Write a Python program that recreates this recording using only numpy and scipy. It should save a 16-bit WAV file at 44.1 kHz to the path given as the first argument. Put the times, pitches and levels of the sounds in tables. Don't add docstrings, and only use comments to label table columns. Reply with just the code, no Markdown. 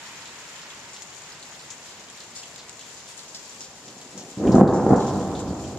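import sys
import numpy as np
from scipy import signal
from scipy.fft import rfft, irfft
from scipy.io import wavfile
from scipy.ndimage import uniform_filter1d, minimum_filter1d

SR = 44100
rng = np.random.default_rng(int(sys.argv[2]) if len(sys.argv) > 2 else 0)


def inscribe(sig):
    pcm = np.round(np.clip(np.atleast_2d(sig).T, -1, 1) * 32767)
    wavfile.write(sys.argv[1], SR, pcm.astype(np.int16))


N = 254898
TIME_S, FREQ_HZ = np.arange(N) / SR, np.fft.rfftfreq(N, 1 / SR)


# f/Hz, width/Hz, lift/dB
YARD_MODES = [(113, 14, 2.5), (136.5, 30, 4.5), (160, 14, -3), (191.2, 18, 6), (230, 16, 0), (256, 34, 3),
              (342, 16, -3.5), (377, 19, 3), (489, 22, 4.5), (720, 17, 4), (794, 35, 5.5), (1026, 34, 6),
              (1120, 8.3, 2.5)]
def rumble(spectrum, per_s, side_db, steady_s):
    middle, side = colour(impacts(per_s, spread_db=1.3), spectrum, YARD_MODES)
    power = uniform_filter1d(middle ** 2, int(steady_s * SR))
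    power = uniform_filter1d(power, SR // 50)
    middle = middle / np.sqrt(abs(power) + 1e-9)
    return widen(middle, side, side_db)


# t/s, peak level/dB, air cutoff f/Hz
SHOCKS = [(4.373, -25, 330), (4.493, -9.5, 450), (4.544, -3.5, 560), (4.589, -10, 450), (4.611, -0.5, 1070),
          (4.616, 5, 530), (4.696, -10, 650), (4.865, -5, 860), (4.907, -9.5, 650), (4.922, -7.5, 403),
          (4.933, -6, 900), (5.159, -15, 378), (5.492, -21, 160)]
# f/Hz, level/dB
SHOCK_SPECTRUM = [(20, -28), (50, -18), (85, -4), (200, -1), (330, 2), (500, -4.5), (800, -2.5),
                  (1500, -11.5), (3000, -8.5), (8000, -55)]
def thunder_cracks(push_cycles=0.47):
    dry, t = np.zeros((2, N)), TIME_S[:SR // 20]
    yard = impulse_response(SHOCK_SPECTRUM, YARD_MODES)
    for start_s, peak_db, cutoff_hz in SHOCKS:
        age = t * cutoff_hz / push_cycles
        wave = signal.fftconvolve((1 - age) * np.exp(-age), yard)
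        wave = signal.lfilter(*signal.butter(3, cutoff_hz, fs=SR), wave)
        add(dry, start_s, amp(peak_db) * wave / abs(wave).max())
    middle, side = echoes(dry, t60_s=0.44, gap_s=0.0034, per_s=1500)
    return dry + amp(-3.5) * widen(middle, side, side_db=-24)


# f/Hz, level/dB
BOOM_SPECTRUM = [(15, -34), (40, -14), (55, -16), (70, -7), (110, -5.5), (190, -1.5), (320, 0), (450, -5.5),
                 (650, -14.5), (1000, -33), (1800, -34), (3000, -75)]
TEAR_SPECTRUM = [(100, -39), (400, -0.5), (780, -0.5), (1050, -8), (1300, -11.5), (1600, -20.5),
                 (2000, -31), (2600, -45), (5000, -79)]
# t/s, hold/s, boom level/dB, tear level/dB
VOLLEYS = [(4.434, 0.023, -17, -50), (4.519, 0.07, -15.5, -21.5), (4.591, 0.047, -13, -22.5),
           (4.872, .025, -18, -21.5), (5.114, .01, -30, -42), (5.44, 0.043, -34, -56)]
def thunder_clap(start_s=4.363, roll_hold_s=0.46):
    booms = [amp(-23) * envelope(start_s, attack_s=0.069, hold_s=roll_hold_s, fall_db_per_s=17)]
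    tears = [amp(-29.5) * envelope(start_s, attack_s=0.19, hold_s=roll_hold_s, fall_db_per_s=17.5)]
    for at_s, hold_s, boom_db, tear_db in VOLLEYS:
        booms.append(amp(boom_db) * envelope(at_s, attack_s=0.039, hold_s=hold_s, fall_db_per_s=229))
        tears.append(amp(tear_db) * envelope(at_s, attack_s=0.039, hold_s=hold_s, fall_db_per_s=101))
    boom = rumble(BOOM_SPECTRUM, per_s=700, side_db=-25, steady_s=0.021)
    tear = rumble(TEAR_SPECTRUM, per_s=900, side_db=-12.5, steady_s=0.017)
    return boom * np.linalg.norm(booms, axis=0) + tear * np.linalg.norm(tears, axis=0)


# f/Hz, level/dB
MUTTER_SPECTRUM = [(40, -30), (130, -4), (260, 2.5), (420, 0), (750, -6.5), (1200, -18.5), (2500, -44)]
# t/s, hold/s, level/dB
MUTTERS = [(3.5, 0.13, -57), (3.813, 0.21, -51), (4.123, .11, -44)]
def thunder_mutter():
    gain = sum(amp(level_db) * envelope(start_s, attack_s=0.036, hold_s=hold_s, fall_db_per_s=90)
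               for start_s, hold_s, level_db in MUTTERS)
    return rumble(MUTTER_SPECTRUM, per_s=500, side_db=-22.5, steady_s=0.1) * gain


# f/Hz, level/dB
SWELL_SPECTRUM = [(15, -34), (45, -14), (70, 1), (105, 6), (150, -11), (300, -10), (1000, -55)]
def thunder_swell(start_s=4.9, rise_s=0.37):
    gain = amp(-40) * np.clip((TIME_S - start_s) / rise_s, 0, 1)
    return rumble(SWELL_SPECTRUM, per_s=300, side_db=-22, steady_s=0.081) * gain


def small_drips(per_s=4, smack_db=-40, splat_db=-48, low_hz=2950, high_hz=7500, mean_t60_s=0.18):
    draws = rng.random((round(per_s * N / SR), 3))
    return [(when * N / SR, smack_db, splat_db, low_hz * (high_hz / low_hz) ** pitch,
             mean_t60_s * (0.5 + length)) for when, pitch, length in draws]


# t/s, smack level/dB, splat level/dB, splat f/Hz, t60/s
BIG_DRIPS = [(.255, -46.5, -46.5, 3850, .3), (.7028, -37, -42.5, 3350, .14), (.932, -37, -44.5, 7500, .3),
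             (.964, -42, -45, 3400, 0.13), (1.021, -31, -34, 7360, 0.046), (1.218, -44, -46, 7640, 0.14),
             (1.547, -40, -50, 3900, 0.091), (1.703, -35, -36.5, 7050, 0.15), (2.1, -33, -46, 7100, .08),
             (2.204, -36, -47, 4000, .25), (2.352, -42, -40.5, 8800, 0.39), (2.362, -35.5, -43, 5200, 0.37),
             (2.4331, -34, -42, 3000, .1), (2.5605, -30, -48, 5300, .085), (2.591, -35, -45, 3970, .11),
             (2.6946, -28, -48, 7200, .09), (2.81, -44, -50, 3220, 0.35), (3.08, -41, -42.5, 9450, .38),
             (3.175, -44, -39.5, 9300, .18), (3.193, -30.5, -46, 4300, 0.14), (3.346, -40, -38, 5200, 0.21),
             (3.606, -38, -38.5, 5840, 0.19), (3.88, -37, -45, 3420, 0.068), (4.015, -35, -49, 3480, 0.08),
             (4.177, -39, -40, 6370, .22), (4.472, -37, -42.5, 2660, 0.12), (4.519, -29.5, -41, 5000, .16),
             (4.552, -32, -41.5, 6900, 0.19), (4.676, -40, -41.5, 4300, 0.12),
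             (4.736, -45, -44.5, 6400, .4), (4.9612, -36, -44, 6600, 0.25), (5.0, -44, -45, 3900, 0.28),
             (5.066, -45, -45, 5950, 0.27), (5.35, -48, -46, 3920, 0.36), (5.3923, -31, -42.5, 7250, .16)]
# f/Hz, level/dB
SPRAY_SPECTRUM = [(800, -29), (2000, -1.5), (3500, 5.5), (5500, 5.5), (7200, 11), (10000, -1), (14000, -2)]
def drips(smack_decay_s=0.0009, spray_re_splat_db=-4):
    fine, splats, t = np.zeros((2, N)), np.zeros((2, N)), TIME_S[:SR // 3]
    droplets = impacts(per_s=7000, spread_db=2)
    for start_s, smack_db, splat_db, splat_hz, t60_s in BIG_DRIPS + small_drips():
        splat_gain = amp(splat_db - 60 * t / t60_s)
        lag_s = rng.uniform(-0.00009, 0.00009)
        smack = amp(smack_db) * np.exp(-t / smack_decay_s) * rng.standard_normal((2, len(t)))
        thrown = np.roll(droplets, -round(start_s * SR), axis=1)[:, :len(t)]
        spray = amp(spray_re_splat_db) * splat_gain * thrown
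        splat = bandpass(rng.standard_normal((2, len(t))), splat_hz * 0.82, splat_hz * 1.144)
        add(fine, start_s, from_side(smack + spray, lag_s, likeness=0.81))
        add(splats, start_s, from_side(splat_gain * unit_rms(splat), lag_s, likeness=0.84))
    dry = colour(fine, SPRAY_SPECTRUM) + splats
    return dry + amp(-11) * echoes(dry, t60_s=0.42, gap_s=0.0032, per_s=3100)


# f/Hz, level/dB
PATTER_SPECTRUM = [(500, -17.5), (1500, -6), (2800, -3.5), (5000, -0.5), (7000, 1.5), (10000, -3),
                   (14000, -8)]
# t/s, level/dB
PATTER_LEVELS = [(0, -46), (1.0, -46.5), (1.9, -46.5), (2.3, -47), (2.76, -48), (2.84, -44), (3.3, -46.5),
                 (3.55, -44), (3.7, -47), (4.64, -45.7), (4.76, -49.5), (5.1, -45), (5.5, -47),
                 (5.63, -45.5), (5.78, -47)]
def patter(band_drops_per_s=45, clump_decay_s=0.0054, flutter_db=0.9):
    dry, edges_hz = np.zeros((2, N)), np.geomspace(1500, 14000, num=8)
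    for low_hz, high_hz in zip(edges_hz, edges_hz[1:]):
        drops = (rng.random(N) < band_drops_per_s / SR) * rng.uniform(0.28, 1, N)
        clumps = signal.lfilter([1], [1, -np.exp(-1 / (clump_decay_s * SR))], drops)
        droplets = impacts(per_s=5000, spread_db=2.9) * unit_rms(np.sqrt(0.33 + clumps))
        dry += bandpass(droplets, low_hz, high_hz)
    ticks = amp(-15) * impacts(per_s=82, spread_db=4.1)
    dry = from_side(colour(dry + ticks, PATTER_SPECTRUM), lag_s=0, likeness=0.1)
    wet = dry + amp(-8.5) * echoes(dry, t60_s=0.17, gap_s=0.003, per_s=3000)
    return unit_rms(wet) * amp(over_time(PATTER_LEVELS) + flutter_db * wander(rate_hz=11))


# f/Hz, level/dB
WASH_SPECTRUM = [(20, -24), (50, -6.5), (80, -6), (130, 0.5), (300, -2.5), (600, -2), (950, -3),
                 (1150, -5.5), (2000, -16.5), (5000, -26), (14000, -42)]
HISS_SPECTRUM = [(300, -19.5), (700, -9), (930, 2), (1200, -1.5), (1800, 1), (2800, -1), (4500, -8.5),
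                 (8000, -17.5), (14000, -14.5)]
# t/s, level/dB
HISS_LEVELS = [(0, -44), (.7, -45), (1.0, -48.5), (1.7, -49), (3.2, -53), (5.78, -58)]
def far_rain(wash_db=-51.5, wander_db=0.5, left_lag_s=0.00006):
    wash = colour(rng.standard_normal((2, N)), WASH_SPECTRUM)
    wash *= amp(wash_db + wander_db * wander(rate_hz=5.5))
    hiss = colour(impacts(per_s=9000, spread_db=2.6), HISS_SPECTRUM)
    hiss *= amp(over_time(HISS_LEVELS) + wander_db * wander(rate_hz=8.5))
    left, right = diffuse(hiss)
    return diffuse(wash) + np.array([np.roll(left, round(left_lag_s * SR)), right])


# f/Hz, likeness/0-1
PORT_LIKENESS = [(35, .6), (70, 0.9), (130, 1), (300, 0.96), (630, 0.9), (1370, 0.7), (2200, 0.32),
                 (3200, 0), (14000, 0)]
def diffuse(x):
    shared, separate = rfft(x)
    likeness = np.clip(over_frequency(PORT_LIKENESS, FREQ_HZ), 0, 1)
    right = likeness * shared + np.sqrt(1 - likeness ** 2) * separate
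    return irfft(np.array([shared, right]), N)


def from_side(x, lag_s, likeness):
    left = likeness * np.roll(x[1], round(lag_s * SR)) + np.sqrt(1 - likeness ** 2) * x[0]
    return np.array([left, x[1]])


def widen(middle, side, side_db):
    return middle + amp(side_db) * np.array([side, -side])


def echoes(x, t60_s, gap_s, per_s):
    t = TIME_S[:SR]
    taps = rng.standard_normal((2, SR)) * (rng.random((2, SR)) < per_s / SR)
    taps *= (t > gap_s) * amp(-60 * t / t60_s)
    taps /= np.linalg.norm(taps, axis=1, keepdims=True)
    return signal.fftconvolve(x, taps, axes=1)[:, :N]


def impacts(per_s, spread_db):
    shape = (2, N)
    size = amp(spread_db * np.minimum(rng.exponential(1, shape), 4))
    return unit_rms(size * rng.choice([-1, 1], shape) * (rng.random(shape) < per_s / SR))


def impulse_response(spectrum, modes=(), size=8192):
    hz = abs(np.fft.fftfreq(size, 1 / SR))
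    modes_db = sum(lift_db / (1 + (2 * (hz - mode_hz) / width_hz) ** 2)
                   for mode_hz, width_hz, lift_db in modes)
    log_gain = np.log(amp(over_frequency(spectrum, hz) + modes_db))
    return np.fft.ifft(np.exp(np.conj(signal.hilbert(log_gain)))).real[:size // 2]


def colour(x, spectrum, modes=()):
    response = impulse_response(spectrum, modes)
    return signal.oaconvolve(x, response[None] / np.linalg.norm(response), axes=1)[:, :N]


def bandpass(x, low_hz, high_hz):
    return signal.sosfilt(signal.butter(2, [low_hz, high_hz], "band", fs=SR, output="sos"), x)


def envelope(start_s, attack_s, hold_s, fall_db_per_s):
    t = TIME_S - start_s
    return np.clip(t / attack_s, 0, 1) * amp(-fall_db_per_s * np.maximum(t - attack_s - hold_s, 0))


def wander(rate_hz):
    return unit_rms(irfft(rfft(rng.standard_normal(N)) / (1 + (FREQ_HZ / rate_hz) ** 4), N))


def over_frequency(rows, hz):
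    row_hz, values = np.transpose(rows)
    return np.interp(np.log(hz + 1), np.log(row_hz + 1), values)


def over_time(rows):
    return np.interp(TIME_S, *np.transpose(rows))


def add(mix, start_s, sound):
    part = mix[..., round(start_s * SR):][..., :sound.shape[-1]]
    part += sound[..., :part.shape[-1]]


def amp(db):
    return 10 ** (np.asarray(db) / 20)


def unit_rms(x):
    return x / np.sqrt(np.mean(x ** 2) + 1e-20)


def limiter(x, recovery_db_per_s=90):
    over_db = np.maximum(20 * np.log10(abs(x).max(0) + 1e-9), 0)
    half_hold = SR // 40
    held_db = -minimum_filter1d(-over_db, 2 * half_hold + 1, origin=half_hold - SR // 1000)
    recovery_db = recovery_db_per_s * TIME_S
    duck_db = np.maximum.accumulate(held_db + recovery_db) - recovery_db
    return x / amp(uniform_filter1d(duck_db, SR // 500))


def scene():
    rain = far_rain() + patter() + drips()
    return thunder_mutter() + thunder_clap() + thunder_swell() + thunder_cracks() + rain


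# f/Hz, level/dB
LEFT_PORT = [(30, -4), (200, 0.5), (2000, 0.5), (4300, 0.5), (5800, 0.5), (6500, 4), (7150, 8.5), (7900, 1),
             (9000, -6), (10500, -8.5), (14000, -10)]
RIGHT_PORT = [(30, 0), (200, 0.7), (2000, 1.42), (4300, 1.5), (5500, 2.5), (6200, -0.5), (7000, -6),
              (7900, -11.5), (9000, -12), (11300, -16.5), (14000, -11.5)]
def record(dry):
    ported = np.array([signal.oaconvolve(channel, impulse_response(port))[:N]
                       for channel, port in zip(dry, (LEFT_PORT, RIGHT_PORT))])
    lowpass = signal.firwin(511, cutoff=14230, window=("kaiser", 9), fs=SR)
    return signal.oaconvolve(limiter(ported), lowpass[None], "same")


dry = scene()
out = record(dry)
inscribe(out)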